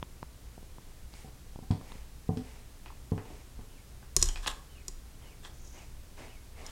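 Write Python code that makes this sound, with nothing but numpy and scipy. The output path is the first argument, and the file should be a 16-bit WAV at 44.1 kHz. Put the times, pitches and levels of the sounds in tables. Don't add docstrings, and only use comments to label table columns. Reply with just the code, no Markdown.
import sys
import numpy as np
from scipy import signal
from scipy.fft import rfft, irfft, next_fast_len
from scipy.io import wavfile

SR = 44100
rng = np.random.default_rng(int(sys.argv[2]) if len(sys.argv) > 2 else 0)


def wav_out(sig):
    wavfile.write(sys.argv[1], SR, np.round(np.clip(np.atleast_2d(sig).T, -1, 1) * 32767).astype(np.int16))


N = 295906


def from_db(db):
    return 10 ** (np.asarray(db) / 20)


def unit_rms(x):
    return x / np.sqrt(np.mean(x ** 2) + 1e-20)


def at_hz(points, hz):
    known_hz, values = np.transpose(points)
    return np.interp(np.log(np.maximum(hz, 1)), np.log(known_hz), values)


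def add(track, s, sound):
    start = int(s * SR)
    track[start:start + len(sound)] += sound[:max(N - start, 0)]


def low_pass(x, hz, order=2):
    return signal.sosfilt(signal.butter(order, hz, fs=SR, output="sos"), x)


def fluctuation(hz, size=SR):
    return unit_rms(low_pass(rng.standard_normal(size), hz))


def band_noise(low_hz, high_hz):
    band = signal.butter(2, [low_hz, high_hz], "band", fs=SR, output="sos")
    return signal.sosfilt(band, rng.standard_normal(SR))


def coloured_noise(spectrum, size):
    gain = from_db(at_hz(spectrum, np.arange(size // 2 + 1) * SR / size))
    return unit_rms(irfft(rfft(rng.standard_normal(size)) * gain, size))


def ringing(modes, detune):
    longest_s = max(t60 for *_, t60 in modes)
    t = np.arange(int(longest_s * SR) + SR // 20) / SR
    out = np.zeros(len(t))
    for hz, db, t60 in modes:
        strength = from_db(db + 1.5 * rng.standard_normal())
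        pitch = hz * (1 + detune * rng.standard_normal())
        decay = np.exp(-np.minimum(np.log(1000) * t / t60, 10 * np.pi))
        out += strength * decay * np.cos(2 * np.pi * pitch * t)
    return out


def strike_spot(x, hz, lift_db):
    b, a = signal.iirpeak(hz, Q=11.7, fs=SR)
    return x + (from_db(lift_db) - 1) * signal.lfilter(b, a, x)


def impacts(rows, modes, detune):
    out = np.zeros(N)
    for s, db, contact_s, *spot in rows:
        width = max(contact_s * SR, 1)
        force = np.sin(np.pi * np.arange(.5, width) / width)
        blow = np.convolve(ringing(modes, detune), force)
        if spot:
            blow = strike_spot(blow, *spot)
        add(out, s, from_db(db) * blow / np.abs(blow).max())
    return out


# f/Hz, relative spectral level/dB
AIR_SPECTRUM = [(10, -14.5), (20, 6.5), (29, 0.5), (39, -10.5), (58, 1.5), (85, -10), (200, -19.5),
                (420, -25), (700, -29.5), (1300, -32.5), (2700, -35), (7000, -36), (10700, -38),
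                (16000, -43)]
# f/Hz, rms level/dB
HUM_TONES = [(58.5, -62.5), (120, -65.5)]


def background():
    t = np.arange(N) / SR
    out = from_db(-47.93) * coloured_noise(AIR_SPECTRUM, next_fast_len(N, real=True))[:N]
    for hz, db in HUM_TONES:
        swell, wander = (0.3 * fluctuation(hz=3.6, size=N) for _ in range(2))
        out += from_db(db) * unit_rms((1 + swell) * np.sin(2 * np.pi * hz * t + wander))
    return out


# t/s, peak level/dB, contact/s
TAPS = [(.028, -21, 0.00035), (.2292, -24, 0.00042), (.579, -33.5, 0.0011), (.629, -38, 0.0012),
        (.784, -34.5, 0.00056), (1.139, -35, 0.0002), (1.5595, -32, 0.00088), (1.590, -30, 0.0012),
        (1.8122, -33.5, 0.00062), (1.9204, -30.5, 0.00028), (1.954, -37, 0.0016)]
# f/Hz, level/dB, T60/s
TAP_MODES = [(120, 3, 0.012), (450, -8.5, 0.0069), (704, -15, 0.0092), (910, 0, 0.012), (3650, 13, 0.0044),
             (5250, 14, 0.0022)]


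def dull_taps():
    return impacts(TAPS, TAP_MODES, detune=0.11)


# t/s, duration/s, rising fraction, level/dB, tilt/(dB per octave)
FUR_STROKES = [(0.841, 0.15, .3, -64, -3), (1.1, 0.25, 0.25, -57, 2.5), (5.166, 0.23, 0.37, -58.5, -1),
               (5.712, 0.21, 0.29, -54.5, -.3), (6.155, 0.25, 0.14, -50, -1),
               (6.521, 0.27, 0.35, -51.5, -1.3)]
# f/Hz, relative spectral level/dB
RUB_SPECTRUM = [(150, 0), (400, 8), (600, 5), (900, 5.5), (1400, -4), (2200, 4), (3500, -6.5), (5000, -6),
                (9000, -10), (15000, -28)]


def fur_rubs(strokes):
    out = np.zeros(N)
    for s, length, rise, db, tilt in strokes:
        size = int(length * SR)
        spectrum = [(hz, level + tilt * np.log2(hz)) for hz, level in RUB_SPECTRUM]
        catches = from_db(fluctuation(hz=152))
        noise = unit_rms(catches * coloured_noise(spectrum, SR))[:size]
        ramp = np.interp(np.linspace(0, 1, size), [0, rise, 1], [0, 1, 0])
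        add(out, s, from_db(db) * noise * np.sin(np.pi / 2 * ramp) ** 2)
    return out


# t/s, pad level/dB, pad contact/s, jolt/dB, toe lag/s, toes/dB, toe spot f/Hz,
# claws/dB, claw contact/s, pad spot f/Hz, spot lift/dB; jolt, toes and claws are relative to the pad
STEPS = [(1.246, -38, 0.0014, -17, 0.026, -16, 199, -6.5, 0.0008, 139, 9),
         (1.624, -38.5, 0.0025, -21, 0.0051, -19, 240, -7, 0.00056, 770, 8),
         (1.7058, -15.5, 0.0032, -11, 0.0046, -14.5, 223, -11, 0.00013, 210, 0.5),
         (2.2912, -16.5, 0.00179, -15.5, 0.08, -8.5, 252.5, -14, 0.00013, 169, 4),
         (3.119, -17.5, 0.00205, -11, .0583, -11.5, 405, -11.5, 0.0004, 408, 4.5),
         (3.590, -38.5, 0.0019, -4, 0.019, -18, 240, -6, 0.00028, 223, 10)]


def step_forces():
    on_sill, on_frame, drags = [], [], []
    jolt_contact_s, toe_contact_s, toe_lift_db = 0.001, 0.002, 15
    drag_lag_s, drag_s, drag_rise, drag_db, drag_tilt = 0.072, 0.36, 0.35, -41, 0.2
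    for s, db, contact_s, jolt_db, lag_s, toe_db, toe_hz, claw_db, claw_contact_s, *spot in STEPS:
        on_sill.append((s, db, contact_s, *spot))
        on_frame.append((s, db + jolt_db, jolt_contact_s))
        on_sill.append((s + lag_s, db + toe_db, toe_contact_s, toe_hz, toe_lift_db))
        on_frame.append((s + lag_s, db + claw_db, claw_contact_s))
        drags.append((s + drag_lag_s, drag_s, drag_rise, db + drag_db, drag_tilt))
    return on_sill, on_frame, drags


# f/Hz, level/dB
SILL_MODES = [(99, 4.5), (142, 0), (165, -0.5), (208, -1.5), (238, -4.5), (295, -9), (338, -14), (378, -9),
              (436, 2.5), (470, -5), (615, -3.5), (680, 1.5), (760, 11.5), (1030, -5), (1170, 5)]


def sill_thumps(blows):
    lowest_hz = SILL_MODES[0][0]
    modes = [(hz, db, 0.18 * (lowest_hz / hz) ** 0.28) for hz, db in SILL_MODES]
    return -impacts(blows, modes, detune=0.008)


def bending(x, travel_s):
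    size = next_fast_len(N, real=True)
    hz = np.arange(size // 2 + 1) * SR / size
    phase = 4 * np.pi * travel_s * np.sqrt(hz * 1000)
    return irfft(rfft(x, size) * np.exp(-1j * phase), size)[:N]


# t/s, level/dB, contact/s, spot f/Hz, spot lift/dB
KNOCKS = [(2.8586, -32.5, 0.00028, 2670, 4), (2.88, -41, 0.00017, 2500, 11), (3.2525, -42, 0.00028, 950, 1),
          (3.3, -36.5, 0.0013, 683, 4), (4.026, -43, 0.00043, 1600, 9), (4.2865, -25, 0.00018, 3060, 11),
          (4.3573, -25, 0.00016, 2420, 13.5), (4.372, -29.5, 0.00013, 2580, 6),
          (4.4606, -18.5, 0.00021, 1100, 8), (5.448, -31, 0.00019, 3380, 8)]
# f/Hz, level/dB, T60/s
FRAME_MODES = [(380, -4.5, 0.0059), (833, -13.5, 0.012), (1075, -6.5, 0.0074), (1410, -21, 0.0089),
               (1830, -7, 0.0041), (2590, -12, 0.0098), (3130, -7.5, 0.0091), (3880, 2, 0.0012),
               (4670, 2, 0.0022), (6370, -16, 0.0031), (8150, 4.5, 0.0033)]


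def frame_knocks(steps):
    return bending(impacts(steps + KNOCKS, FRAME_MODES, detune=0.048), travel_s=0.00276)


# t/s, start f/Hz, end f/Hz, peak level/dB
SQUEAKS = [(2.9007, 1600, 664, -43.5), (2.921, 835, 1140, -47.5), (3.179, 1470, 1000, -50),
           (3.252, 970, 870, -47)]


def pad_squeaks(length_s=0.0087):
    out, size = np.zeros(N), int(length_s * SR)
    for s, start_hz, end_hz, db in SQUEAKS:
        hz = np.geomspace(start_hz, end_hz, size) * (1 + 0.16 * fluctuation(start_hz)[-size:])
        add(out, s, from_db(db) * np.hanning(size) * np.sin(2 * np.pi * np.cumsum(hz) / SR))
    return out


# t/s, rms level/dB
WHISTLES = [(3.665, -71), (4.68, -66.5), (5.205, -67.5), (5.71, -67.5), (6.23, -67)]


def bird(length_s=0.155, start_hz=3040, end_hz=2170, quaver_hz=85, flutter_db=4):
    out, along = np.zeros(N), np.linspace(0, 1, int(length_s * SR))
    fall = np.sin(np.pi / 2 * np.interp(along, [0.3, 1], [0, 1])) ** 2
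    swell = np.sqrt(np.abs(np.sin(np.pi * along ** 1.6)))
    for s, db in WHISTLES:
        quaver, flutter = (fluctuation(hz=90)[-len(along):] for _ in range(2))
        hz = start_hz + (end_hz - start_hz) * fall + quaver_hz * quaver
        tone = np.sin(2 * np.pi * np.cumsum(hz) / SR)
        add(out, s, from_db(db) * unit_rms(swell * from_db(flutter_db * flutter) * tone))
    return out


# t/s, level/dB, contact/s, spot f/Hz, spot lift/dB
CLAW_STRIKES = [(4.1643, 0, 0.00003, 9150, 6), (4.1938, -25, .00003, 9500, 10),
                (4.215, -18, 0.000058, 5300, 3), (4.2255, -2, 0.000055, 7830, 10),
                (4.224, -19, 0.000081, 3830, 24), (4.24, -20, 0.00004, 6840, -6),
                (4.2565, -21, .00004, 9700, 7), (4.2865, -19.5, 0.000057, 7000, 2),
                (4.881, -17, 0.000017, 7600, 5.5), (6.6634, -27.5, 0.000051, 5160, 7)]
# f/Hz, level/dB, T60/s
GLASS_MODES = [(381, -24, 0.072), (488, -23, 0.05), (1076, -23, 0.049), (1960, -28, 0.017),
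               (4270, -12.5, 0.015), (5100, -7, 0.019), (5850, 0, 0.01), (6580, 2, 0.0046),
               (6840, 1, 0.0054), (8000, -11, 0.0044), (8820, -2.5, 0.003), (11100, -8, 0.003),
               (13500, -3, 0.0039)]


def claw_clicks():
    clicks = impacts(CLAW_STRIKES, GLASS_MODES, detune=0.013)
    return bending(low_pass(clicks, hz=12200, order=4), travel_s=0.003)


def paw_shoves(lag_s=0.0012, gain_db=-32.5, contact_s=0.0024, spot_hz=139.5, lift_db=8):
    return [(s + lag_s, db + gain_db, contact_s, spot_hz, lift_db) for s, db, *_ in CLAW_STRIKES]


# f/Hz, level/dB, T60/s
SWAY_MODES = [(27.15, -19.5, 1), (54, -22.5, 0.67)]


def pane_sway(gain_db=-25.5, push_s=0.016):
    pushes = [(s, db + gain_db, push_s) for s, db, *_ in CLAW_STRIKES]
    return impacts(pushes, SWAY_MODES, detune=0.11)


# t/s, duration/s, level/dB
SCRAPES = [(4.165, 0.14, -50.5), (4.421, 0.039, -49), (4.4645, 0.01, -38.5), (4.4699, 0.014, -29),
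           (4.474, 0.049, -44), (5.423, 0.065, -54.5), (6.627, 0.15, -55.5)]
# f/Hz, level/dB, T60/s
CHATTER_MODES = [(1170, 0, .012), (1680, 1, 0.012), (2800, -2, .006), (3200, 0, .005), (3500, 2.5, 0.0055),
                 (5600, -1, 0.003), (7100, 1, 0.003), (8300, -1, 0.0025), (12000, -12, 0.0015)]


def claw_scrapes(slips_per_s=5000, spread_db=4):
    out = np.zeros(N)
    for s, length, db in SCRAPES:
        size = int(length * SR)
        slipping = rng.random(size) < slips_per_s / SR
        strength = from_db(spread_db * np.clip(rng.standard_normal(size), -2, 2))
        slips = slipping * strength * rng.choice([-1, 1], size) * signal.windows.tukey(size, .5)
        chatter = signal.fftconvolve(slips, ringing(CHATTER_MODES, detune=0.023))
        power = np.sum(chatter ** 2) / size
        add(out, s, from_db(db) * chatter / np.sqrt(power + 1e-20))
    return bending(low_pass(out, hz=9600), travel_s=0.003)


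# t/s, duration/s, level/dB
SLIDES = [(5.448, 0.5, -60.5)]


def pad_slides(catch_db=3.5):
    out = np.zeros(N)
    for s, length, db in SLIDES:
        size = int(length * SR)
        catches = from_db(catch_db * fluctuation(hz=50))
        hiss = unit_rms(catches * band_noise(5600, 6960))[:size]
        add(out, s, from_db(db) * hiss * np.hanning(size))
    return out


def recess(x, t60, level_db):
    t = np.arange(SR // 20) / SR
    response = rng.standard_normal(len(t)) * np.exp(-np.log(1000) * t / t60)
    return x + from_db(level_db) * signal.fftconvolve(x, response / np.linalg.norm(response))[:N]


# f/Hz, T60/s
ROOM_DECAY = [(100, 0.032), (500, 0.55), (1050, 0.49), (2000, 0.28), (6000, 0.42), (14000, 0.46)]


def reverberation(x, build_s=0.0018):
    t, response = np.arange(SR) / SR, np.zeros(SR)
    edges_hz = np.geomspace(60, 16000, 9)
    for low, high in zip(edges_hz, edges_hz[1:]):
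        t60 = at_hz(ROOM_DECAY, np.sqrt(low * high))
        response += band_noise(low, high) * np.exp(-np.log(1000) * t / t60)
    response *= 1 - np.exp(-t / build_s)
    return signal.fftconvolve(x, response / np.linalg.norm(response))[:N]


def scene():
    on_sill, on_frame, drags = step_forces()
    thumps = sill_thumps(on_sill + paw_shoves())
    knocks = frame_knocks(on_frame)
    whistles = bird()
    clicks = claw_clicks()
    scrapes = claw_scrapes()
    window = recess(clicks, t60=0.026, level_db=-3.5) + recess(knocks, t60=0.1, level_db=-0.5)
    friction = fur_rubs(FUR_STROKES + drags) + pad_squeaks() + pad_slides()
    direct = dull_taps() + friction + thumps + window + whistles + pane_sway() + scrapes
    to_room = (from_db(-9.5) * thumps + from_db(-1.5) * knocks + from_db(-4.5) * whistles
               + from_db(-12.5) * clicks + from_db(-13) * scrapes)
    return (background() + direct + reverberation(to_room))[None]


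def record(dry):
    return signal.sosfilt(signal.ellip(10, .1, 80, 15900, fs=SR, output="sos"), dry)


dry = scene()
out = record(dry)
wav_out(out)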